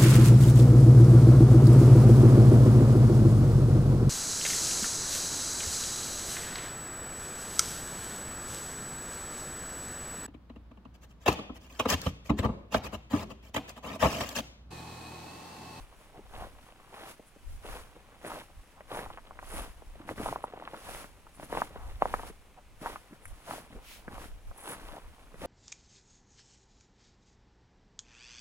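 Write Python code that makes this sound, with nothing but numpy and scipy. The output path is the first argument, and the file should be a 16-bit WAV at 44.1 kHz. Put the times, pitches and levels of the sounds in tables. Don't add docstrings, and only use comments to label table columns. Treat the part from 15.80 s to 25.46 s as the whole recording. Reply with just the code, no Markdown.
import sys
import numpy as np
from scipy import signal
from scipy.fft import rfft, irfft
from scipy.io import wavfile
from scipy.ndimage import uniform_filter1d

SR = 44100
rng = np.random.default_rng(int(sys.argv[2]) if len(sys.argv) > 2 else 0)


def int16_out(signal):
    q = np.round(np.clip(np.atleast_2d(signal).T, -1, 1) * 32767)
    wavfile.write(sys.argv[1], SR, q.astype(np.int16))


N = 426006
TIME = np.arange(N) / SR

# (time [s], sink time [s], crunch [dB], packing [dB], hiss [dB], settling [dB], air jolt [dB])
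STEPS = [(0.53, .13, -48, -58, -63.5, -60, -47.5), (1.145, 0.14, -47, -66, -62, -69, -71),
         (1.852, 0.15, -46.5, -64, -57, -61.5, -47.5), (2.45, 0.15, -44, -52.5, -57, -66.5, -60),
         (3.116, 0.11, -41, -51, -56, -60.5, -54), (3.725, .12, -43, -51.5, -53.5, -66, -42),
         (4.39, .13, -43, -44, -54, -52.5, -48.5), (5.06, .16, -49.5, -63, -53.5, -66.5, -53.5),
         (5.718, 0.11, -42, -47.5, -53.5, -56, -51), (6.222, .23, -47, -55, -59.5, -69, -46.5),
         (7.035, .10, -46, -61, -55.5, -64.5, -52.5), (7.688, .08, -49.5, -50, -51.5, -60.5, -68.5),
         (8.318, .13, -50.5, -53, -62, -64.5, -49), (8.865, .075, -42, -53, -55.5, -62.5, -67),
         (9.62, 0.15, -46, -49.5, -53.5, -61.5, -46.5)]


def gait(blend_s=0.18, settle_deep_db=-9, trickle_db=-73, breeze_db=-63.5):
    # (20 dB attack [s], sag [dB/s], mid-sink swell [dB], 20 dB release [s])
    crunch_shape = (0.036, 21.4, 1.7, 0.07)
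    packing_shape = (0.043, 21, 0.68, 0.1)
    hiss_shape = (0.0665, -9, 3.5, 0.1238)
    jolt_shape = (0.35, 0, 7, 0.34)
    # (centre [s], length [s], crunch [dB], packing [dB], hiss [dB])
    scuffs = [(0.013, .07, -68, -82, -64.5), (0.215, .1, -72, -78, -69), (0.382, .05, -69, -50.5, -81),
              (0.861, .12, -62, -71.5, -68), (1.298, 0.078, -64, -83, -54.5),
              (1.716, 0.041, -76, -70, -77.5), (3.305, 0.16, -55.5, -62, -73),
              (3.68, 0.1289, -55, -68, -59.5), (4.208, 0.11, -57, -53, -92),
              (4.304, 0.06, -46.5, -42.5, -57), (4.399, .05, -50, -42, -67), (5.019, 0.2, -58, -78, -59.5),
              (5.631, 0.11, -55, -53, -60), (6.481, 0.0501, -54, -62, -57), (7.027, .03, -56, -48, -56.5),
              (7.333, 0.056, -65, -53, -71), (7.944, 0.075, -58, -51, -67), (8.44, .09, -56, -66, -56.5),
              (8.81, .12, -54, -76, -66), (9.083, 0.28, -51.5, -57.5, -61.5)]
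    # (centre [s], length [s], level [dB])
    gusts = [(0.0, 0.091, -45), (1.72, 0.12, -39), (2.78, 0.074, -46.5), (3.28, 0.048, -48),
             (4.11, 0.13, -46), (6.1, 0.24, -40.5), (7.51, 0.12, -44.5), (7.97, .06, -45),
             (8.54, 0.16, -45.5), (8.69, 0.064, -41), (9.07, 0.15, -46.5), (9.27, .1, -47.5)]
    step_s, _, crunch_db, packing_db, hiss_db, settle_db, jolt_db = np.transpose(STEPS)
    standing = np.searchsorted(step_s, TIME) - 1
    standing_db = np.where(standing < 0, np.median(settle_db), settle_db[standing])
    settling = undb(uniform_filter1d(standing_db, int(blend_s * SR)) + 0.96 * wander(18))
    trickle = undb(trickle_db + 2.0 * wander(6))
    breeze = undb(breeze_db + 2.5 * wander(5.3))
    scuff_crunch, scuff_packing, scuff_hiss = (swells(np.array(scuffs)[:, [0, 1, k]]) for k in (2, 3, 4))
    return (sum_db(footfalls(crunch_db, crunch_shape), scuff_crunch, settling),
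            sum_db(footfalls(packing_db, packing_shape), scuff_packing, settling * undb(settle_deep_db)),
            sum_db(footfalls(hiss_db, hiss_shape), scuff_hiss, trickle),
            sum_db(footfalls(jolt_db, jolt_shape), swells(gusts), breeze))


def footfalls(levels_db, shape):
    attack_s, sag_db_per_s, swell_db, release_s = shape
    out = np.zeros(N)
    for (at_s, sink_s, *_), db in zip(STEPS, levels_db):
        span = between(at_s - 2 * attack_s, at_s + sink_s + 2 * release_s)
        t = TIME[span] - at_s
        depth = np.clip(t / sink_s, 0, 1)
        fade = np.maximum(-t / attack_s, 0) + np.maximum((t - sink_s) / release_s, 0)
        press_db = swell_db * (np.sin(np.pi * depth) - 2 / np.pi) - sag_db_per_s * sink_s * depth
        out[span] += undb(db + press_db - 20 * fade)
    return out


def crunch(crunch_db, packing_db, grain_q=2.35, lump_db=2.0):
    # (frequency [Hz], density [dB])
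    top_spectrum = [(120, -17), (300, -3.5), (500, 1.5), (780, 1), (1100, 0), (1600, -6), (2500, -10),
                    (4000, -9.5), (8000, -38.5)]
    deep_spectrum = [(50, -11.5), (110, 3.5), (200, 3.5), (330, 3), (550, -25.5), (1200, -57.5)]
    slips_per_s = 220 * undb(0.14 * (crunch_db + 50.5))
    clumps = sum(unit(band(slips(slips_per_s, scatter_db=4.0), hz, grain_q)) * np.sqrt(hz)
                 for hz in np.geomspace(280, 3000, 8))
    load = np.clip((crunch_db + 81) / 20, .2, 1)
    lumps = undb(lump_db * load * wander(130))
    top = even_out(colour(clumps * lumps, top_spectrum), span_s=0.15)
    deep = even_out(colour(slips(3 * slips_per_s, scatter_db=8.0), deep_spectrum), span_s=0.13)
    return top * undb(crunch_db) + deep * undb(packing_db)


def crust(crunch_db, snap_hz=1700, whump_hz=200, delay_s=0.002583, sink_s=0.0023,
          before_db=-10, before_s=0.0028, after_s=0.0045):
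    # (time [s], peak [dB], pitch [Hz], snap re thud [dB])
    loud_cracks = [(0.391, -36.5, 433, -27), (0.621, -29, 758, -18), (0.667, -37.5, 488, -18),
                   (1.14, -36, 504, -4), (1.394, -39.5, 501, -23.5), (1.561, -43, 391, -16),
                   (1.847, -37, 463.4, -25), (2.165, -44, 406, -23.5), (2.446, -24.5, 539, -9),
                   (2.475, -30.5, 876, -12), (2.516, -24, 920, -12), (2.535, -35, 600, -20),
                   (3.005, -32, 684, -6), (3.115, -28, 552.6, -24.5), (3.17, -24.5, 739, -13.5),
                   (3.189, -21.5, 595.4, -1), (3.26, -29.5, 895, -27), (3.301, -31.5, 885, -27),
                   (3.372, -30, 891, -2), (3.382, -32.5, 824, -3.5), (3.507, -31.5, 934, -25.5),
                   (3.588, -27, 1110, -1), (3.626, -32.5, 930, -22), (4.02, -37.5, 771, -21),
                   (4.153, -41.5, 519, -12.5), (4.289, -20, 732, 1.5), (4.31, -27, 431, -25),
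                   (4.378, -27.5, 416, -2), (4.411, -26.5, 470, -21), (4.459, -18, 779, -30),
                   (4.486, -21.5, 890, -29.5), (4.525, -19, 738, -20), (4.558, -19, 889, -34),
                   (4.639, -17, 840, -24.5), (4.735, -28.5, 570, -20.5), (4.773, -34, 662, -13.5),
                   (4.822, -30.5, 803, -23), (4.874, -24, 1050, -8), (4.933, -28, 642, -18),
                   (4.942, -27.5, 950, -19), (5.088, -31, 592, -4), (5.146, -28, 693, -1.5),
                   (5.241, -30.5, 548, 2), (5.466, -40, 1000, -14), (5.596, -31.5, 684, -8),
                   (5.629, -29.5, 506, -4), (5.725, -18.5, 618, -9), (5.749, -22.5, 750, -16),
                   (5.771, -15, 752, -10), (5.817, -11.5, 1000, -16), (5.958, -28.5, 575, -6),
                   (6.22, -5.5, 773, -18.5), (6.254, -14, 780, -18), (6.338, -10.5, 880, -7.5),
                   (6.393, -26.5, 870, -11.5), (6.432, -29, 823, -27), (6.499, -34.5, 420, -11.5),
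                   (7.027, -31, 607, -8), (7.058, -20.5, 870, -2), (7.07, -26.5, 910, -15),
                   (7.157, -25.5, 1024, -9), (7.329, -40.5, 417, -3.5), (7.453, -32.5, 1747, -19.5),
                   (7.708, -21, 863, -8), (7.734, -27.5, 843, -23.5), (7.78, -32, 625, -22),
                   (7.925, -39, 380, -6), (8.278, -26.5, 420, 2.5), (8.379, -30.5, 859, -17),
                   (8.711, -37, 633, 5), (9.166, -31.5, 800, -28.5), (9.179, -33.5, 690, -28),
                   (9.541, -36, 401, -7), (9.617, -30.5, 402, -20)]
    cracks = list(loud_cracks) + small_cracks(crunch_db)
    lead = SR // 100
    out = np.zeros(N + SR)
    t = np.arange(-lead, SR // 25) / SR
    draws = rng.standard_normal((len(cracks), len(t)))
    loosening = np.where(t < 0, undb(before_db) * np.exp(t / before_s), np.exp(-t / after_s))
    for (at_s, db, hz, snap_db), draw in zip(cracks, draws):
        crumble_db = -9.5 - 0.27 * max(db + 30, -10)
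        whump_db = -20.5 - 16.5 * np.log2(hz / 700)
        snap = thud(t - delay_s, snap_hz * np.exp(0.17 * draw[0]), cycles=1.12)
        pulse = thud(t - delay_s, hz, cycles=1.17) + undb(snap_db) * snap
        whump = thud(t - delay_s - sink_s, whump_hz, cycles=1.54)
        pieces = draw * (np.abs(draw) > 2)
        crumbs = pieces * loosening * np.minimum(np.abs(t) * hz / 2, 1)
        crumble = signal.fftconvolve(pulse, crumbs)[lead:lead + len(t)]
        start = int(at_s * SR)
        for part, relative_db in (pulse, 0), (whump, whump_db), (crumble, crumble_db):
            out[start:start + len(t)] += undb(db + relative_db) * part / np.abs(part).max()
    return out[lead:lead + N]


def small_cracks(crunch_db, count=70, above_crunch_db=10, scatter_db=2, median_hz=650, snap_db=-13.5):
    load = np.cumsum(undb(crunch_db))
    at = np.searchsorted(load, (np.arange(count) + rng.random(count)) * load[-1] / count)
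    size, pitch = rng.standard_normal((count, 2)).T
    peak_db = crunch_db[at] + above_crunch_db + scatter_db * size
    pitch_hz = median_hz * np.exp(0.21 * pitch)
    return list(zip(at / SR, peak_db, pitch_hz, np.full(count, snap_db)))


def creaks(slip_hz=330, jitter=0.34, ring_q=2.16):
    # (centre [s], length [s], level [dB], pitch [Hz])
    shears = [(0.37, 0.068, -52, 640), (0.544, 0.032, -48.5, 810), (0.639, 0.023, -44, 801),
              (1.175, 0.031, -58, 940), (2.575, 0.026, -44, 636), (2.984, 0.04, -56, 890),
              (6.02, 0.15, -53.5, 881), (6.783, 0.027, -50.5, 755), (7.066, 0.04, -39, 892),
              (7.689, 0.036, -43, 727), (7.968, 0.043, -51.5, 434), (9.143, 0.023, -47.5, 636),
              (9.654, 0.027, -37, 570)]
    out = np.zeros(N)
    t = np.arange(-SR // 10, SR // 10) / SR
    for at_s, length_s, db, hz in shears:
        slip_s = t[0] + np.cumsum(np.exp(jitter * rng.standard_normal(150))) / slip_hz
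        pulses = np.histogram(slip_s, len(t), (t[0], t[-1]))[0]
        ring = unit(band(band(pulses, hz, ring_q), hz, ring_q / 2))
        envelope = undb(db) * np.exp(-(2 * t / length_s) ** 2)
        out += np.interp(TIME, at_s + t, ring * envelope, left=0, right=0)
    return out


def leg_echoes(x, echo_db=-15, decay_s=0.0083):
    t = np.arange(SR // 20) / SR
    echoes = rng.standard_normal((2, len(t))) * np.exp(-t / decay_s) * (t > .003)
    echoes /= np.linalg.norm(echoes, axis=1, keepdims=True)
    return undb(echo_db) * signal.fftconvolve(x[None], echoes)[:, :N]


def powder(hiss_db, flicker_db=1.0, direct_db=1.5, scattered_db=2.5):
    # (frequency [Hz], density [dB])
    spectrum = [(500, 8.5), (1500, 9.5), (2600, 6), (4000, 2), (6000, 0), (8500, -3), (11000, -1.5),
                (13000, -2), (16000, -9.5)]
    grains = from_below(colour(slips(3000, scatter_db=3.0), spectrum))
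    hiss = undb(direct_db) * grains + undb(scattered_db) * noise(spectrum, spread=0.74)
    return hiss * undb(hiss_db + flicker_db * wander(90))


def port_sizzle(hiss_db, re_hiss_db=-7.5, grain_db=2.0):
    # (centre [s], length [s], level [dB])
    rubs = [(1.48, 0.026, -63.5), (2.475, 0.028, -52), (3.17, 0.059, -57), (3.75, 0.11, -51.5),
            (4.46, 0.074, -57.5), (4.643, 0.03, -60), (5.15, .12, -62), (5.56, 0.033, -62.5),
            (5.645, 0.027, -60), (6.342, 0.0029, -42.5), (7.456, 0.0046, -51.5), (7.47, 0.075, -60.5),
            (8.78, 0.011, -56), (8.82, 0.083, -55), (8.91, 0.067, -48.5)]
    # (frequency [Hz], density [dB])
    spectrum = [(4000, -29), (8000, -5), (9400, -3), (10300, 0), (11200, -1.5), (12500, -16),
                (16000, -18.5)]
    envelope = swells(rubs) + undb(hiss_db + re_hiss_db)
    return envelope * noise(spectrum, spread=1.0) * undb(grain_db * wander(300))


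def sleeve():
    # (centre [s], length [s], level [dB])
    swishes = [(8.121, .15, -50)]
    # (frequency [Hz], density [dB])
    spectrum = [(300, -24), (1500, 5), (2500, 10), (4000, 5), (7000, 0.5), (11000, -2), (16000, -1)]
    return swells(swishes) * noise(spectrum, spread=0.74)


def wind(buffet_db, eddy_db=-4.0):
    # (frequency [Hz], density [dB])
    buffet_spectrum = [(10, -9), (30, 0.5), (55, -5), (90, -13), (160, -35), (400, -68), (1500, -58)]
    eddy_spectrum = [(10, -6), (30, -6), (55, -8.5), (90, -31), (160, -45), (600, -53)]
    buffet = even_out(colour(rng.standard_normal(N), buffet_spectrum), span_s=0.104)
    eddies = colour(rng.standard_normal(N), eddy_spectrum) * np.array([[1], [-1]])
    return (buffet + undb(eddy_db) * eddies) * undb(buffet_db)


def forest(level_db=-62.5):
    # (frequency [Hz], density [dB])
    spectrum = [(30, 9.5), (100, 6.5), (250, 2.5), (500, -2.5), (850, -4), (1500, -8), (2500, -6),
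                (4500, -16.5), (9000, -18), (16000, -58)]
    return noise(spectrum, spread=0.023) * undb(level_db)


def slips(per_s, scatter_db):
    happens = rng.random(N) < per_s / SR
    size = undb(scatter_db * np.minimum(rng.exponential(size=N), 3.5))
    return happens * size * rng.choice([-1, 1], N)


def thud(t, hz, cycles):
    bell = np.exp(-(2 * t * hz / cycles) ** 2)
    wave = -np.cos(2 * np.pi * t * hz + np.pi / 5)
    return unit(bell * (wave - np.average(wave, weights=bell)))


def from_below(x, lag_s=0.00012):
    hz = np.fft.rfftfreq(N, 1 / SR)
    left = irfft(rfft(x) * np.exp(-2j * np.pi * hz * lag_s), N)
    return np.array([left, x])


def band(x, hz, q):
    return signal.lfilter(*signal.iirpeak(hz, q, fs=SR), x)


def colour(x, spectrum, size=8192):
    hz, db = np.transpose(spectrum)
    bins_hz = np.maximum(np.fft.rfftfreq(size, 1 / SR), 1)
    gain = undb(np.interp(np.log(bins_hz), np.log(hz), db))
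    cepstrum = irfft(np.log(gain))
    cepstrum[1:size // 2] *= 2
    cepstrum[size // 2 + 1:] = 0
    response = irfft(np.exp(rfft(cepstrum)))[:size // 2]
    return unit(signal.fftconvolve(x, response)[:N])


def noise(spectrum, spread):
    mid, side = (colour(rng.standard_normal(N), spectrum) for _ in range(2))
    return unit(np.array([mid + spread * side, mid - spread * side]))


def wander(per_s):
    hold = int(SR / per_s)
    held = rng.standard_normal(N)[np.arange(N) // hold]
    return unit(uniform_filter1d(held, hold))


def swells(rows):
    out = np.zeros(N)
    for at_s, length_s, db in rows:
        span = between(at_s - 2 * length_s, at_s + 2 * length_s)
        out[span] += undb(db) * np.exp(-(2 * (TIME[span] - at_s) / length_s) ** 2)
    return out


def even_out(x, span_s):
    return x / np.sqrt(uniform_filter1d(x ** 2, int(span_s * SR)) + 0.0078)


def between(start_s, end_s):
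    return slice(*np.searchsorted(TIME, [start_s, end_s]))


def sum_db(*gains):
    return 10 * np.log10(sum(g ** 2 for g in gains) + 1e-14)


def undb(db):
    return 10 ** (np.asarray(db) / 20)


def unit(x):
    return x / np.sqrt(np.mean(x ** 2))


def scene():
    crunch_db, packing_db, hiss_db, buffet_db = gait()
    boots = crunch(crunch_db, packing_db) + crust(crunch_db) + creaks()
    balance = undb([[.25], [-.25]])
    steps = from_below(boots) * balance + leg_echoes(boots)
    return steps + powder(hiss_db) + port_sizzle(hiss_db) + sleeve() + wind(buffet_db) + forest()


def record(dry, port_hz=10350, port_q=11.5, port_db=-2.0, hiss_db=-73, cutoff_hz=15850):
    ring = band(dry, port_hz, port_q)
    hiss = undb(hiss_db) * rng.standard_normal(dry.shape)
    low_pass = signal.ellip(10, .2, 80, cutoff_hz, fs=SR, output="sos")
    return signal.sosfilt(low_pass, dry + undb(port_db) * ring + hiss)


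dry = scene()
out = record(dry)
int16_out(out)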